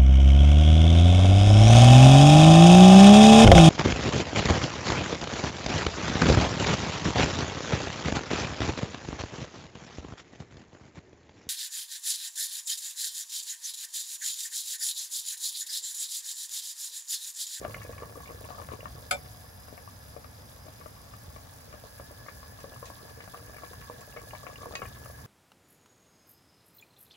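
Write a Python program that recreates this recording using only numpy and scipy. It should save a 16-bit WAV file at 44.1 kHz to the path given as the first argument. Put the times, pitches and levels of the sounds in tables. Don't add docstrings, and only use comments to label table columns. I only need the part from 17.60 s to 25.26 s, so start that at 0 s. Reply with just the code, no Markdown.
import sys
import numpy as np
from scipy import signal
from scipy.fft import rfft, irfft, next_fast_len
from scipy.io import wavfile

SR = 44100
rng = np.random.default_rng(int(sys.argv[2]) if len(sys.argv) > 2 else 0)


def to_wav(sig):
    pcm = np.clip(np.atleast_2d(sig), -1, 1) * 32767
    pcm = np.round(pcm).astype(np.int16)
    wavfile.write(sys.argv[1], SR, pcm.T)


N = 337869
TIME = np.arange(N) / SR
# t/s, level/dB
BOIL_LEVEL = [(0.0, -49.5), (0.4, -53), (0.87, -48.5), (1.4, -52.5), (1.98, -61.5), (5.03, -58.5),
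              (5.1, -54.5), (6.55, -52), (7.1, -47.5), (7.32, -52.5), (7.66, -56.5)]


def undb(db):
    return 10 ** (np.asarray(db) / 20)


def unit(x):
    return x / np.sqrt(np.mean(x ** 2))


def curve(rows):
    return np.interp(TIME, *np.transpose(rows))


def fade(t, t60):
    return np.exp(-np.log(1000) * t / t60)


def wander(per_s):
    count = int(per_s * N / SR) + 2
    return np.interp(TIME * per_s, np.arange(count), rng.standard_normal(count))


def add(track, s, sound):
    i = max(int(s * SR), 0)
    part = sound[..., :max(N - i, 0)]
    track[..., i:i + part.shape[-1]] += part


def resonate(x, hz, width_hz):
    return signal.lfilter(*signal.iirpeak(hz, hz / width_hz, fs=SR), x)


def band(x, low_hz, high_hz):
    return signal.sosfilt(signal.butter(2, [low_hz, high_hz], "band", fs=SR, output="sos"), x)


def noise(spectrum, channels, size=N):
    hz, db = np.transpose(spectrum)
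    padded = next_fast_len(size)
    gain = undb(np.interp(np.log(np.fft.rfftfreq(padded, 1 / SR) + 1), np.log(hz), db))
    white = rng.standard_normal((channels, padded))
    return irfft(rfft(white) * gain, padded)[:, :size] * np.sqrt(SR / 2)


def ticks(per_s, size_db, channels):
    hits = rng.random((channels, N)) < per_s / SR
    out = np.zeros((channels, N))
    signs = rng.choice([-1, 1], hits.sum())
    out[hits] = signs * undb(size_db * np.minimum(rng.exponential(size=hits.sum()), 4))
    return out


def microphones(x, lead_s):
    i = np.arange(len(x))
    return np.array([x, np.interp(i - np.round(lead_s * SR), i, x, left=0, right=0)])


def reflections(x, t60, wet_db, gap_s):
    t = np.arange(int(t60 * SR)) / SR
    echoes = rng.standard_normal((2, len(t))) * fade(t, t60) * (t > gap_s)
    echoes /= np.sqrt(np.sum(echoes ** 2, axis=1, keepdims=True))
    return x + undb(wet_db) * signal.oaconvolve(x, echoes, axes=1)[:, :x.shape[1]]


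def flame(flutter_db=2, flutters_per_s=22):
    # f/Hz, density level/dB
    spectrum = [(15, -115), (24, -90), (31, -86), (42, -78), (62, -68.5), (85, -68), (115, -68.5),
                (150, -76), (200, -80), (270, -87), (600, -102), (2000, -130)]
    # t/s, level/dB
    level = [(0, -46), (0.8, -50.5), (1.1, -47), (2.0, -51.5), (3.0, -51.5), (6.5, -51.5), (7.3, -48)]
    return unit(noise(spectrum, channels=1)) * undb(curve(level) + flutter_db * wander(flutters_per_s))


def gas_jet(crackles_per_s=600, crackle_db=-57.5):
    # f/Hz, density level/dB
    spectrum = [(2000, -115), (5000, -102), (6700, -99), (8400, -99), (10000, -99), (12000, -96.5),
                (14000, -99), (16000, -93)]
    # t/s, gain/dB
    gain = [(0, 0), (1.3, -2), (2.9, -6.5), (3.7, -2.5), (7.66, -0.5)]
    hiss = noise(spectrum, channels=1)[0]
    grains = ticks(crackles_per_s * np.exp(0.6 * wander(per_s=22)), size_db=4.5, channels=1)
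    grains = reflections(grains, t60=0.006, wet_db=-21, gap_s=0)[0]
    crackle = undb(crackle_db) * unit(band(grains, 7000, 15500))
    return microphones(hiss + crackle, lead_s=-8 / SR) * undb(curve(gain))


def burner_tube(diffuse_db=-4):
    # t/s, hum level/dB, whistle level/dB, top level/dB
    levels = [(0, -58.5, -67, -77), (1.2, -62.5, -66, -76), (1.5, -62.5, -63.5, -61),
              (3.3, -68, -64, -64.5), (4, -66, -67, -74), (4.4, -60.5, -63.5, -66), (6.4, -57, -64, -84),
              (7.66, -58.5, -65.5, -84)]
    # t/s, left lead/s
    lead = [(3.5, -0.00018), (4.3, -0.00009)]

    def mode(hz, width_hz):
        direct = microphones(rng.standard_normal(N), curve(lead))
        flow = direct + undb(diffuse_db) * rng.standard_normal((2, N))
        return unit(resonate(resonate(flow, hz, width_hz), hz, width_hz))

    s, hum_db, whistle_db, top_db = np.transpose(levels)
    hum = mode(1684, 107) * undb(np.interp(TIME, s, hum_db))
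    whistle = (mode(5017, 210) + undb(-10) * mode(5800, 280)) * undb(np.interp(TIME, s, whistle_db))
    top = mode(11500, 2600) * undb(np.interp(TIME, s, top_db))
    return hum + whistle + top


def kitchen():
    # f/Hz, density level/dB
    spectrum = [(30, -100), (100, -79.5), (180, -94), (260, -81.5), (340, -95.5), (550, -83.5),
                (900, -87.5), (1600, -92), (2800, -100), (4500, -100), (6500, -101.5), (9000, -108),
                (16000, -114)]
    return noise(spectrum, channels=2)


def bubble(t, hz, cycles, glide):
    age = t * hz / cycles
    pitch = hz * (1 + glide * (np.tanh(age / 2) - .5))
    return age * np.exp(1 - age) * np.sin(2 * np.pi * np.cumsum(pitch) / SR)


def pot(x, lead_s, scatter_db, detune):
    # f/Hz, bandwidth/Hz, gain/dB
    air_modes = [(475, 48, 4), (611, 80, 3), (716, 32, 3.5), (1143, 56, 13.5), (1325, 37, -1.5),
                 (1740, 75, 5.5), (2354, 170, 9), (2860, 180, 18)]
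    out = direct = microphones(x, lead_s)
    for hz, width, db in air_modes:
        shifted_hz = hz * np.exp(detune * rng.standard_normal())
        gains = undb(db + scatter_db * rng.standard_normal((2, 1)))
        out = out + gains * resonate(direct, shifted_hz, width)
    return out


def simmer(per_s=85, centre_hz=700, spread=0.54, size_db=2.5, patches=5):
    out, t = 0, np.arange(SR // 40) / SR
    for patch in np.array_split(rng.random((int(per_s * N / SR), 3)), patches):
        bursts = np.zeros(N)
        for when, size, pitch in patch:
            hz = centre_hz * np.exp(spread * np.sqrt(12) * (pitch - .5))
            gain = undb(-size_db * np.log(max(size, .04)))
            add(bursts, when * N / SR, gain * bubble(t, hz, cycles=0.4, glide=0.99))
        voiced = pot(bursts, lead_s=rng.uniform(0.00008, 0.00037), scatter_db=4.5, detune=0.013)
        out = out + reflections(voiced, t60=0.027, wet_db=-4, gap_s=0.00053)
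    left_right_db = np.array([[-1], [-3]])
    return unit(out) * undb(curve(BOIL_LEVEL) + left_right_db)


def fizz(per_s=520, q=3, level_db=-63):
    # f/Hz, relative level/dB
    peaks = [(3600, -6), (4600, -8.5), (6600, -7)]
    out, rate = 0, per_s * np.exp(0.5 * wander(per_s=30))
    for hz, db in peaks:
        droplets = ticks(rate, size_db=8, channels=2)
        out = out + undb(db) * unit(resonate(resonate(droplets, hz, hz / q), hz, hz / q))
    boil_db = curve(BOIL_LEVEL)
    gain = undb(level_db + (boil_db - boil_db.mean()) / 3)
    return gain * unit(reflections(out, t60=0.018, wet_db=-9, gap_s=0.00013))


def neighbours(t, hz, count=4, within_s=0.01975, spread=0.468):
    out = 0
    for when, size, pitch in rng.random((count, 3)):
        age = np.maximum(t - when * within_s, 0)
        out = out + size * bubble(age, hz * np.exp(spread * (2 * pitch - 1)), cycles=0.72, glide=0.395)
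    return out


def big_bubbles(cycles=0.53, glide=0.053, steam_hz=1080, slump_hz=320, neighbour_db=-14, burst_s=0.02):
    # t/s, gulp level/dB, gulp f/Hz, puff level/dB, snap level/dB
    bursts = [(0.014, -41, 450, -61, -60), (0.029, -47, 530.0, -59, -68), (0.042, -45, 614, -57, -55.0),
              (0.049, -33.5, 624, -40, -56), (0.081, -46, 584, -67, -67), (0.097, -47, 570.0, -63.5, -65),
              (0.143, -49, 590.0, -53, -42.0), (0.165, -49, 570.0, -51, -66),
              (0.216, -66, 630.0, -55.5, -49.5), (0.249, -45, 530, -58, -64), (0.293, -41.5, 520, -59, -65),
              (0.33, -61.0, 550.0, -53.0, -61), (0.379, -62.0, 600.0, -53, -52.5),
              (0.421, -41.5, 530.0, -48, -63), (0.432, -46, 560.0, -45.0, -61.5),
              (0.555, -50, 487, -48.5, -70.5), (0.576, -47, 530, -63, -70.5), (0.603, -52, 515, -48.5, -62),
              (0.657, -62.0, 560.0, -60, -54), (0.69, -50, 553, -53, -65.5), (0.707, -45, 550, -52.5, -64),
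              (0.841, -50, 557, -61, -55), (0.888, -48, 590.0, -52, -69), (0.904, -42, 567, -48, -70),
              (0.946, -62, 570.0, -48, -71), (0.985, -57, 630.0, -45.5, -71.0),
              (0.999, -46.0, 576, -43.5, -73), (1.017, -49, 550.0, -46, -74),
              (1.087, -46, 580.0, -46.5, -67), (1.117, -42, 557, -43, -60), (1.135, -41.5, 524, -42.5, -58),
              (1.256, -50, 626, -38.5, -74), (1.659, -53, 630.0, -54.0, -62), (2.082, -50.5, 623, -53, -66),
              (2.126, -46, 540.0, -65.0, -72.0), (2.176, -49, 576, -56.5, -54),
              (2.275, -64, 635, -47, -69.5), (2.564, -40.5, 590.0, -51, -65),
              (2.644, -51.5, 600, -50, -69.5), (3.064, -50, 536, -60, -67), (3.082, -49.0, 566, -55, -70),
              (3.211, -59, 560.0, -50, -59), (3.259, -45, 605, -47, -67.5), (3.537, -55, 590.0, -48.5, -63),
              (3.761, -49, 560.0, -49, -59), (4.126, -59, 570.0, -52, -55),
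              (4.139, -47.5, 570.0, -53, -65.5), (4.238, -46, 544, -63.0, -72.5),
              (4.397, -45, 540, -50, -62), (4.509, -48.5, 560.0, -60.5, -69),
              (4.661, -55.0, 590.0, -55, -59), (4.683, -51, 600.0, -47.5, -47),
              (4.829, -58, 550.0, -49.5, -66.5), (4.988, -55, 560.0, -51, -68),
              (5.041, -42.5, 495, -50, -68), (5.12, -51.0, 577, -55, -69), (5.161, -61, 550.0, -50, -66),
              (5.227, -47, 554, -44.5, -68), (5.301, -48, 660, -48.0, -62.5),
              (5.389, -66.5, 590.0, -55, -65), (5.603, -53, 584, -58, -49.5), (5.676, -48.0, 646, -51, -64),
              (5.737, -50.5, 575, -50, -64.5), (5.744, -50.5, 640.0, -43.5, -69),
              (5.895, -51, 557, -55, -67.0), (5.964, -58, 590.0, -56, -52),
              (5.983, -62.0, 590.0, -52, -55.5), (6.034, -43.5, 624, -47, -54.5),
              (6.132, -56.0, 550.0, -47, -61), (6.298, -43.5, 515, -43, -71), (6.563, -44, 556, -48.5, -54),
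              (6.57, -47.0, 550.0, -48.5, -47.5), (6.591, -57, 544, -57, -59),
              (6.734, -44, 587, -48.5, -72.0), (6.749, -64, 610.0, -47.5, -49.5),
              (6.866, -46, 543, -44, -49), (6.898, -53, 610.0, -49.0, -68), (6.911, -60, 600.0, -54, -65.5),
              (7.016, -48.5, 530.0, -47, -73), (7.031, -52, 580.0, -45, -60),
              (7.057, -48, 590.0, -43.5, -72), (7.109, -48.5, 590, -50, -70.0),
              (7.126, -51, 640, -56, -72.0), (7.136, -45.5, 610.0, -48, -62),
              (7.191, -48, 530.0, -56, -53.0), (7.218, -42, 530.0, -38.5, -50),
              (7.227, -44.5, 520, -47.5, -51.5), (7.253, -53, 590.0, -48, -49),
              (7.458, -52.5, 570.0, -50, -60), (7.587, -68.5, 600.0, -55.5, -60)]
    # t/s, left minus right/dB, left lead/s
    direction = [(.45, 1.5, 0.000082), (1.0, 11, 0.00038), (3.3, 13, 0.00048), (4.4, 5.5, 0.00014),
                 (5.0, 7, 0.00019), (7.66, 2.5, 0.00012)]
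    when, pans, leads = np.transpose(direction)
    out, t = np.zeros((2, N)), np.arange(SR // 10) / SR
    for s, gulp_db, hz, puff_db, snap_db in bursts:
        film = band(band(rng.laplace(size=len(t)), 1300, 2400), 1300, 2400)
        spatter = undb(-17) * fade(t, 0.1)
        snap = film * (1 - fade(t, 0.0026)) * (fade(t, 0.027) + spatter)
        gulp = bubble(t, hz * np.exp(0.087 * rng.standard_normal()), cycles, glide)
        gulp += undb(neighbour_db) * neighbours(t, hz=600.5)
        gulp += undb(-11 + 3 * rng.standard_normal()) * bubble(t, slump_hz, cycles, glide)
        puff = bubble(t, steam_hz * np.exp(0.11 * rng.standard_normal()), cycles=0.66, glide=glide)
        puff += undb(neighbour_db) * neighbours(t, hz=1111)
        pan_db = np.interp(s, when, pans) + 3.5 * rng.standard_normal()
        lead_s = np.interp(s, when, leads) + 0.00005 * rng.standard_normal()
        sides = unit(undb(np.array([[pan_db], [-pan_db]]) / 2))
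        for part, db in ((gulp, gulp_db - 0.33), (puff, puff_db + 0.03), (snap, snap_db + 0.8)):
            voiced = pot(part, lead_s, scatter_db=1.2, detune=0.027)
            sound = reflections(voiced, t60=0.04, wet_db=-5, gap_s=0.00066)
            sound /= np.sqrt(np.sum(sound ** 2, axis=1, keepdims=True) / (burst_s * SR))
            add(out, s + 0.00053, undb(db) * sides * sound)
    return out


def ring(t, modes, swell_cycles, rattle):
    out = 0
    for hz, db, t60 in modes:
        phase = rng.random() + rng.choice([-1, 1]) * np.array([[1], [-1]]) / 8
        rough = 1 + rattle * wander(per_s=330)[:len(t)]
        envelope = (1 - fade(t, swell_cycles / hz)) * fade(t, t60)
        out = out + undb(db) * rough * envelope * np.sin(2 * np.pi * (hz * t + phase))
    return out


def spits_and_tap(knock_db=-3, ring_db=-17):
    # t/s, level/dB, noise centre f/Hz, t60/s
    impacts = [(0.198, -55, 11000, 0.025), (0.231, -47, 10960, 0.049), (0.324, -50, 4280, 0.03),
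               (0.898, -56, 6490, 0.03), (5.003, -50.5, 5150, 0.078), (5.256, -47, 4000, 0.14),
               (6.409, -52, 4400, 0.062), (7.123, -51, 4630, 0.03), (7.1530, -30, 2320, 0.032)]
    # f/Hz, relative level/dB, t60/s
    wall_modes = [(1110, 12.5, 0.083), (1880, 15.5, 0.043), (2224, 3, 0.1), (2530, 8, 0.14),
                  (2880, 0, 0.12), (4700, 9, 0.05), (6430, 7, 0.11)]
    out, t = np.zeros((2, N)), np.arange(SR // 4) / SR
    for s, db, hz, t60 in impacts:
        tick = unit(band(rng.laplace(size=(2, len(t))), .5 * hz, 2 * hz)) * fade(t, t60)
        knock = undb(knock_db) * bubble(t, hz=700, cycles=0.54, glide=0.1)
        wall = undb(ring_db) * ring(t, wall_modes, swell_cycles=6, rattle=0.11)
        add(out, s, undb(db) * (knock + tick + wall))
    return out


def tongs(ring_db=-25.5, free_s=0.052, dish_hz=736, dish_db=-52.5):
    # t/s, gain/dB
    contacts = [(1.5099, -2.5), (1.5129, -5), (1.5174, -11), (1.522, -11), (1.5311, -18), (1.5683, -25)]
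    # f/Hz, density level/dB
    crack = [(100, -84), (300, -62), (700, -60), (1400, -78.5), (2500, -64), (4600, -68), (7500, -67),
             (9500, -83), (12000, -75), (16000, -80)]
    # f/Hz, relative level/dB, t60/s
    modes = [(234, -18, 0.36), (468, -18.5, 0.48), (572, -9, 0.97), (738, -3.5, 0.51), (1267, 2, 0.079),
             (1353, 2, 0.063), (1480, 4, 0.061), (1683, -16, 0.15), (2192, 2.5, 0.12), (2340, -2, 0.14),
             (2357, 0.5, 0.095), (3170, -8.5, 0.071), (3539, -5.5, 0.16), (4420, -7.5, 0.07),
             (4680, -5, 0.045), (5120, -9, 0.1), (7000, -11, 0.075), (7530, -13, 0.06), (7900, -9.5, 0.11),
             (9760, -15, 0.075), (10720, -1, 0.055)]
    out, t, start = np.zeros((2, N)), np.arange(SR) / SR, contacts[0][0]
    for s, db in contacts:
        add(out, s, undb(db) * noise(crack, channels=2, size=SR) * fade(t, t60=0.054))
    grip = fade(np.maximum(t - free_s, 0), t60=0.005)
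    add(out, start, undb(ring_db) * grip * ring(t, modes, swell_cycles=26, rattle=0.47))
    add(out, start, undb(dish_db) * fade(t, t60=2.3) * np.sin(2 * np.pi * dish_hz * t))
    return out


def scene():
    steady = flame() + gas_jet() + burner_tube() + kitchen()
    near = simmer() + fizz() + big_bubbles() + spits_and_tap() + tongs()
    return steady + reflections(near, t60=0.092, wet_db=-10, gap_s=0.01)


def record(dry):
    return signal.sosfilt(signal.ellip(10, .2, 70, 15750, fs=SR, output="sos"), dry)


dry = scene()
out = record(dry)
to_wav(out)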